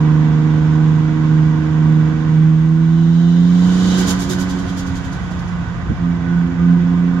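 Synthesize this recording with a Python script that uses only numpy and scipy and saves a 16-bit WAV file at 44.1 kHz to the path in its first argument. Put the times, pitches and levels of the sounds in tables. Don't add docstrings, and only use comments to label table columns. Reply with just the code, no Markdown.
import sys
import numpy as np
from scipy import signal
from scipy.fft import rfft, irfft
from scipy.io import wavfile

SR = 44100
rng = np.random.default_rng(int(sys.argv[2]) if len(sys.argv) > 2 else 0)


def output_pcm(signal):
    pcm = np.clip(np.atleast_2d(signal).T, -1, 1) * 32767
    wavfile.write(sys.argv[1], SR, np.round(pcm).astype(np.int16))


N = 317520
T = np.arange(N) / SR
FREQS = np.maximum(np.arange(N // 2 + 1) * SR / N, 1)


def undb(db):
    return 10 ** (np.asarray(db) / 20)


def unit(x):
    return x / np.sqrt(np.mean(x ** 2))


def curves(table):
    s, *columns = np.transpose(table)
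    return [np.interp(T, s, column) for column in columns]


def across(points):
    hz, value = np.transpose(points)
    return np.interp(np.log(FREQS), np.log(hz), value)


def resonances(modes):
    power = 0
    for hz, width, db in modes:
        detuning = (FREQS ** 2 - hz ** 2) / (FREQS * width)
        power = power + (undb(db) / (1 + detuning ** 2)) ** 2
    return np.sqrt(power)


def walk(rate):
    return unit(irfft(rfft(rng.standard_normal(N)) * np.exp(-(FREQS / rate) ** 2), N))


def flicker():
    return .5 * walk(25)


def swells(table):
    return sum(undb(db) * np.exp(-((T - s) / length) ** 2) for s, db, length in table)


# f/Hz, likeness/(0-1)
EAR_LIKENESS = [(40, .55), (110, .68), (300, .78), (600, .62), (1000, .65), (1500, .55), (2200, .25),
                (4000, 0)]
# f/Hz, left minus right level/dB
EAR_BALANCE = [(60, -0.5), (120, -1.5), (350, -8), (700, -1.5), (1400, -8.5), (2400, -3.5), (3500, 0.5),
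               (5000, -3.5), (8000, -5.5), (15000, -1.5)]
# f/Hz, lead of the left ear/rad
EAR_LEAD = [(100, 0), (520, .4), (950, -.7), (1500, .7), (2100, 1.8)]


def turbulence(gain):
    mid, side = rfft(rng.standard_normal((2, N)))
    like = np.clip(across(EAR_LIKENESS), -1, 1)
    sign = np.array([[1], [-1]])
    level = undb(sign * across(EAR_BALANCE) / 2)
    shift = np.exp(.5j * sign * across(EAR_LEAD))
    ears = np.sqrt(1 + like) * mid + sign * np.sqrt(1 - like) * side
    out = irfft(ears * level * shift * gain, N)
    return out / np.std(out.mean(axis=0))


def wavering(modes, waver_db, rate):
    total = 0
    for hz, width, db in modes:
        ring = np.sqrt(width) * turbulence(resonances([(hz, width, 0)]))
        total = total + undb(db + waver_db * walk(rate)) * ring
    return unit(total)


# t/s, firing rate f/Hz
FIRING_RATE = [(0,153.3),(.9,155.3),(2.1,155.7),(2.4,157),(2.75,161),(3.1,166.6),(3.8,183),(4.4,183.6),(5,179.4),(5.85,172),(6.4,171.3),(7.2,175.5)]


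def engine_cycle():
    cycle_hz = curves(FIRING_RATE)[0] / 6
    return 2 * np.pi * np.cumsum(cycle_hz) / SR, cycle_hz


SHUT_S, OPEN_S = 4.075, 5.982
SHUTTING_S, OPENING_S = .011, .026


def throttle():
    shut = np.tanh((T - SHUT_S) / SHUTTING_S)
    opened = np.tanh((T - OPEN_S) / OPENING_S)
    return 1 - (shut - opened) / 2


# t/s, its share of the firing note/1, its share of the upper lines/1
BEATS = [(-.2, .1, 0.2), (.48, 0.11, 0.11), (1.16, .3, 0.13), (1.63, 0.37, 0.21), (2.2, 0.43, 0.21),
         (2.7, 0.042, 0.075), (4.1, .03, 0.054), (5.93, 0.22, 0.42), (6.22, 0.39, 0.56), (6.54, 0.53, 0.48),
         (6.86, 0.082, .6), (7.12, 0.072, .15)]


def beating():
    slip = 2 * np.pi * np.interp(T, np.transpose(BEATS)[0], np.arange(len(BEATS)))
    low_share, high_share = np.clip(curves(BEATS), 0, 1)
    return slip, low_share, high_share


def engine_order(phase, pan_db, lead, rough, rate, throb=1):
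    waver = 1 + rough * (walk(rate) + 1j * walk(rate))
    z = throb * np.exp(1j * phase) * waver
    left = undb(pan_db)
    return np.sqrt(2) * np.real([left * z * np.exp(1j * lead), z]) * 2 / (1 + left)


# t/s, level/dB
DRONE_POWER = [(0, -12.5), (2.15, -14.5), (2.42, -11.5), (3.6, -11), (4.03, -15), (6.05, -17.5),
               (6.5, -17.5), (6.72, -12), (7.2, -16.3)]
# t/s, level/dB
DRONE_COAST = [(4.1, -17), (4.2, -22.5), (4.33, -20), (4.6, -24), (5.1, -30.5), (5.45, -26.5), (5.55, -22),
               (5.9, -29)]


def firing_note(firing, power, beats):
    slip, low_share, _ = beats
    push = power * undb(curves(DRONE_POWER)[0]) - (1 - power) * undb(curves(DRONE_COAST)[0])
    throb = 1 - low_share * np.exp(1j * slip)
    rough = 0.042 + 0.13 * (1 - power)
    return push * engine_order(firing, pan_db=-4.5, lead=0.15, rough=rough, rate=19, throb=throb)


# t/s, level/dB
BANK_LEVEL = [(0, -27), (.9, -29), (2.2, -29), (2.42, -33.5), (3.75, -25.5), (4.2, -32), (5.1, -32),
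              (5.22, -48), (5.88, -53), (6.02, -29.5), (7.2, -25.5)]


def bank_line(firing, power, beats):
    slip, _, high_share = beats
    throb = 1 - 1j * high_share * np.exp(1.5j * slip)
    rough = .13 + 0.35 * (1 - power)
    line = engine_order(1.5 * firing, pan_db=-6.5, lead=0.12, rough=rough, rate=8, throb=throb)
    return undb(curves(BANK_LEVEL)[0]) * line


# t/s, level/dB
OCTAVE_LEVEL = [(0, -26.5), (2.1, -26), (2.35, -29.5), (2.9, -28), (3.6, -37.5), (4.0, -30.5), (4.7, -40),
                (5.95, -44), (6.25, -38), (7.2, -36)]
# t/s, lag/turns
OCTAVE_THROB_LAG = [(2.7, 0), (5.9, .58)]
OVERTONE_COAST_DB = -8.5


def octave(firing, power, beats):
    slip, _, high_share = beats
    lag = np.pi * curves(OCTAVE_THROB_LAG)[0]
    throb = 1 + high_share * np.exp(2j * (slip - lag))
    level = undb(curves(OCTAVE_LEVEL)[0] + OVERTONE_COAST_DB * (1 - power))
    return level * engine_order(2 * firing, pan_db=-9, lead=0.086, rough=0.12, rate=8.6, throb=throb)


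# t/s, level/dB
WEAK_LEVEL = [(0, -26.5), (1, -29), (2.2, -29), (2.9, -36.5), (3.4, -34.5), (3.92, -25), (4.25, -39.5),
              (5.8, -39.5), (7.2, -33)]
# multiple of the two-turn engine cycle/1, relative level/dB
WEAK_ORDERS = [(3, -11.5), (5, -14.5), (7, -2), (8, -10.5), (10, -5.5), (11, -13.5), (13, -16), (14, -13),
               (15, -7), (16, -10), (17, -13), (18, -8), (19, -14), (21, -10.5), (24, -16.5)]
# f/Hz, gain level/dB
CABIN_GAIN = [(70, 1), (270, -2.5), (340, -1.5), (400, -16.5), (460, -2.5), (510, -5.5), (545, -9),
              (610, -22), (700, -8), (780, -14)]


def weak_orders(cycle, cycle_hz):
    cabin_hz, cabin_db = np.transpose(CABIN_GAIN)
    weak = 0
    for k, db in WEAK_ORDERS:
        gain = undb(db + np.interp(k * cycle_hz, cabin_hz, cabin_db))
        phase = k * cycle + rng.uniform(0, 2 * np.pi)
        weak = weak + gain * engine_order(phase, pan_db=-7.5, lead=0.89, rough=0.25, rate=13)
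    return undb(curves(WEAK_LEVEL)[0]) * weak


def exhaust(cycle, cycle_hz):
    firing, power, beats = 6 * cycle, throttle(), beating()
    strong = firing_note(firing, power, beats) + bank_line(firing, power, beats) + octave(firing, power, beats)
    return strong + weak_orders(cycle, cycle_hz)


# t/s, rumble level/dB, roar level/dB, rush level/dB
ROAD_LEVELS = [(0, -34, -32, -47.5), (.8, -31.5, -32.5, -48), (2.3, -32, -33.5, -48.5),
               (2.6, -34.5, -37, -50.5), (3.35, -34.5, -35.5, -55.5), (4.02, -29.5, -28, -42.5),
               (4.25, -29.5, -31.5, -47), (5.9, -29, -34.3, -50.5), (7.2, -31.5, -34, -49.3)]
# f/Hz, level/(dB per Hz)
RUMBLE_COLOUR = [(20, -30.5), (35, -8.5), (52, -1.5), (80, 4), (110, 1.5), (160, -0.5), (220, -12),
                 (320, -13.5), (420, -28.5), (700, -50.5), (3000, -94)]
ROAR_COLOUR = [(100, -33), (450, -4.5), (590, -4), (710, 2), (880, -1), (960, 1), (1090, 1.5), (1310, -4),
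               (1490, 3), (1630, -2.5), (1950, -4.5), (2300, -18), (4000, -38), (9000, -82)]
RUSH_COLOUR = [(1200, -8), (2200, 4), (2800, 1.5), (3500, 0), (4400, -8), (6000, -8.5), (7200, -11),
               (9000, -16.5), (12000, -27.5), (16000, -37.5)]
# f/Hz, width/Hz, level/dB
PANEL_MODES = [(697, 30, 0), (850, 25, -2), (935, 35, 1), (1062, 45, 0), (1556, 35, 1), (1690, 35, 0),
               (1868, 35, 1), (2018, 55, 5), (2288, 40, 6), (2690, 35, 1), (3020, 35, 0), (3380, 35, 0)]
# f/Hz, width/Hz, level/dB
SING_MODES = [(942, 58, 4), (1060, 60, -2), (1067, 190, 0.5), (1170, 60, -11.5)]
# t/s, level/dB
SING_LEVEL = [(0, -38), (.8, -40.5), (2.3, -41.5), (2.9, -48.5), (3.6, -56), (7.2, -47.5)]
# f/Hz, width/Hz, level/dB
WHINE_MODES = [(1041, 37, -6), (1215, 28, 0), (1497, 56, -1)]
# t/s, level/dB
WHINE_LEVEL = [(0, -57), (3.3, -53.5), (4.1, -40), (4.6, -52.5), (5.6, -43.5), (6.3, -42), (7.2, -45.5)]


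def road(cycle):
    rumble_db, roar_db, rush_db = curves(ROAD_LEVELS)
    panels = np.sqrt(1 + resonances(PANEL_MODES) ** 2)
    rumble = undb(rumble_db + 2.9 + flicker()) * turbulence(undb(across(RUMBLE_COLOUR)))
    roar = undb(roar_db - 2.5 + flicker()) * turbulence(undb(across(ROAR_COLOUR)) * panels)
    rush = undb(rush_db + 4.0 + flicker()) * turbulence(undb(across(RUSH_COLOUR)) * panels)
    sing = undb(curves(SING_LEVEL)[0] + 1.6 * walk(16)) * turbulence(resonances(SING_MODES))
    whine = undb(curves(WHINE_LEVEL)[0] + 2.0) * wavering(WHINE_MODES, waver_db=5, rate=5.5)
    throb = 1 + 0.16 * np.cos(6 * cycle)
    return rumble + sing + whine + (roar + rush) * throb


# f/Hz, width/Hz, level/dB
INTAKE_MODES = [(2972, 45, 2), (3122, 90, 2), (3540, 45, 1), (3640, 40, 6), (3930, 40, 6), (4580, 60, 0),
                (5050, 90, -1), (6050, 80, -1), (6417, 70, 0), (7386, 35, 3)]


def intake_pipe():
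    return np.sqrt(1 + resonances(INTAKE_MODES) ** 2)


# t/s, level/dB
BOOST_LEVEL = [(0, -57), (3.1, -56), (3.45, -52), (3.65, -40.5), (4.0, -31.5), (4.17, -40), (4.85, -48),
               (5.9, -59), (7.2, -60.5)]
# f/Hz, level/(dB per Hz)
HISS_COLOUR = [(1500, -16.5), (2600, -18), (3150, 4.5), (3700, -3.5), (4500, 1), (5300, -1.5), (6400, 0),
               (7400, -1), (9000, -2.5), (12000, -5), (16000, -14.5)]


def boost_hiss(pipe):
    return undb(curves(BOOST_LEVEL)[0] + flicker()) * turbulence(undb(across(HISS_COLOUR)) * pipe)


# t/s, level/dB
SPOOL_LEVEL = [(0, -55.5), (2.6, -60.5), (3.1, -46.5), (3.68, -43), (3.92, -35), (4.2, -48.5), (4.8, -51.5),
               (5.6, -66)]
# f/Hz, level/(dB per Hz)
RASP_COLOUR = [(1200, -43), (2500, -12), (2950, -2), (3350, -3.5), (3650, -2), (4000, -1), (4500, -10.5),
               (6400, -9), (9000, -20.5), (16000, -42.5)]
# f/Hz, width/Hz, level/dB
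WHISTLE_MODES = [(3030, 70, -0.5), (3640, 35, -1), (3925, 25, 1)]
WHISTLE_DB = -4


def spooling(pipe):
    rasp = turbulence(undb(across(RASP_COLOUR)) * pipe)
    whistle = undb(WHISTLE_DB) * wavering(WHISTLE_MODES, waver_db=2.5, rate=7)
    return undb(curves(SPOOL_LEVEL)[0] + flicker()) * (rasp + whistle)


SURGE_ATTACK_S, SURGE_HOLD_S, SURGE_RELEASE_S = 0.018, 0.044, 0.018
SURGE_FULL_DB, SURGE_HOLD_LAW = -24.5, 0.3


def stall(start, db):
    age = T - start
    hold = SURGE_HOLD_S * undb(db - SURGE_FULL_DB) ** SURGE_HOLD_LAW
    attack = np.clip(age / SURGE_ATTACK_S, 0, 1)
    release = np.exp(-np.clip(age - hold, 0, 1) / SURGE_RELEASE_S)
    return undb(db) * attack * release


# start t/s, level/dB
SURGE_STARTS = [(3.968, -26), (4.063, -22), (4.186, -27.5), (4.286, -25), (4.383, -29), (4.483, -35.5),
                (4.577, -40), (4.672, -40), (4.762, -32.5), (4.853, -39.5), (4.942, -38), (5.032, -41.5),
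                (5.113, -41.5), (5.22, -51), (5.298, -45), (5.378, -46.5), (5.468, -48)]
# f/Hz, level/(dB per Hz)
SPIT_COLOUR = [(1500, -8), (2700, -13.5), (3600, -6), (4600, -9.5), (6400, -5), (7400, -5.5), (9000, -5.5),
               (12000, -4), (16000, -10)]


def flutter(pipe):
    grit_db = 1.4 * walk(300) + .6 * walk(50)
    surge = sum(stall(start, db) for start, db in SURGE_STARTS)
    bright = np.clip(surge / undb(-30.5), 0, 1)
    spit = turbulence(undb(across(SPIT_COLOUR)) * pipe)
    puff = turbulence(undb(across(HISS_COLOUR)) * pipe)
    return surge * undb(grit_db) * (np.sqrt(bright) * spit + np.sqrt(1 - bright) * puff)


def turbo():
    pipe = intake_pipe()
    return boost_hiss(pipe) + spooling(pipe) + flutter(pipe)


# t/s, level/dB
BURBLE_LEVEL = [(3.4, -62), (3.85, -36), (4.04, -27), (4.19, -32), (4.3, -25), (4.6, -35.5), (5.1, -43.5),
                (5.4, -59.5), (7.2, -43)]
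# f/Hz, width/Hz, level/dB
EXHAUST_MODES = [(199, 65, 0), (267, 32, -3.5), (362, 34, 1.5), (533, 75, -13.5)]


def overrun():
    return undb(curves(BURBLE_LEVEL)[0] + 1.6 * walk(30)) * turbulence(resonances(EXHAUST_MODES))


# peak t/s, f/Hz, level/dB, half length/s
BODY_BOOMS = [(5.856, 79.7, -15.5, 0.0083), (5.886, 62, -17, 0.017), (5.921, 71.5, -17.5, 0.013)]
# peak t/s, level/dB, half length/s
TRIM_BURSTS = [(5.87, -25, 0.01), (5.914, -15, 0.019)]
# f/Hz, level/(dB per Hz)
TRIM_COLOUR = [(25, -29.5), (45, -4.5), (62, -6.5), (110, 6.5), (170, 5), (260, -7), (420, -14), (700, -30),
               (3000, -92)]


def bump():
    boom = 0
    for s, hz, db, length in BODY_BOOMS:
        boom = boom + swells([(s, db, length)]) * np.cos(2 * np.pi * hz * (T - s))
    return boom + swells(TRIM_BURSTS) * turbulence(undb(across(TRIM_COLOUR)))


def cabin(air):
    tail = rng.standard_normal((2, N)) * np.exp(-T / .012)
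    tail /= np.sqrt(np.sum(tail ** 2, axis=1, keepdims=True))
    share = undb(across([(600, -30), (2000, -8), (4000, -6)]))
    return irfft(rfft(air) * (1 + share * rfft(tail)) / np.sqrt(1 + share ** 2), N)


def scene():
    cycle, cycle_hz = engine_cycle()
    air = road(cycle) + turbo()
    return exhaust(cycle, cycle_hz) + cabin(air) + overrun() + bump()


# f/Hz, gain level/dB
PORT_GAIN = [(20, 1), (7300, -0.5), (7650, -7.5), (8120, -17.5), (8700, -9), (16000, -17.5)]
TOP_HZ = 15750


def record(dry):
    from_ends = np.minimum(T, T[-1] - T)
    fade = np.sin(np.pi / 2 * np.clip(from_ends / .005, 0, 1)) ** 2
    coloured = irfft(rfft(dry * fade) * undb(across(PORT_GAIN)), N)
    low_pass = signal.ellip(8, .2, 70, TOP_HZ, fs=SR, output="sos")
    return signal.sosfilt(low_pass, coloured)


dry = scene()
out = record(dry)
output_pcm(out)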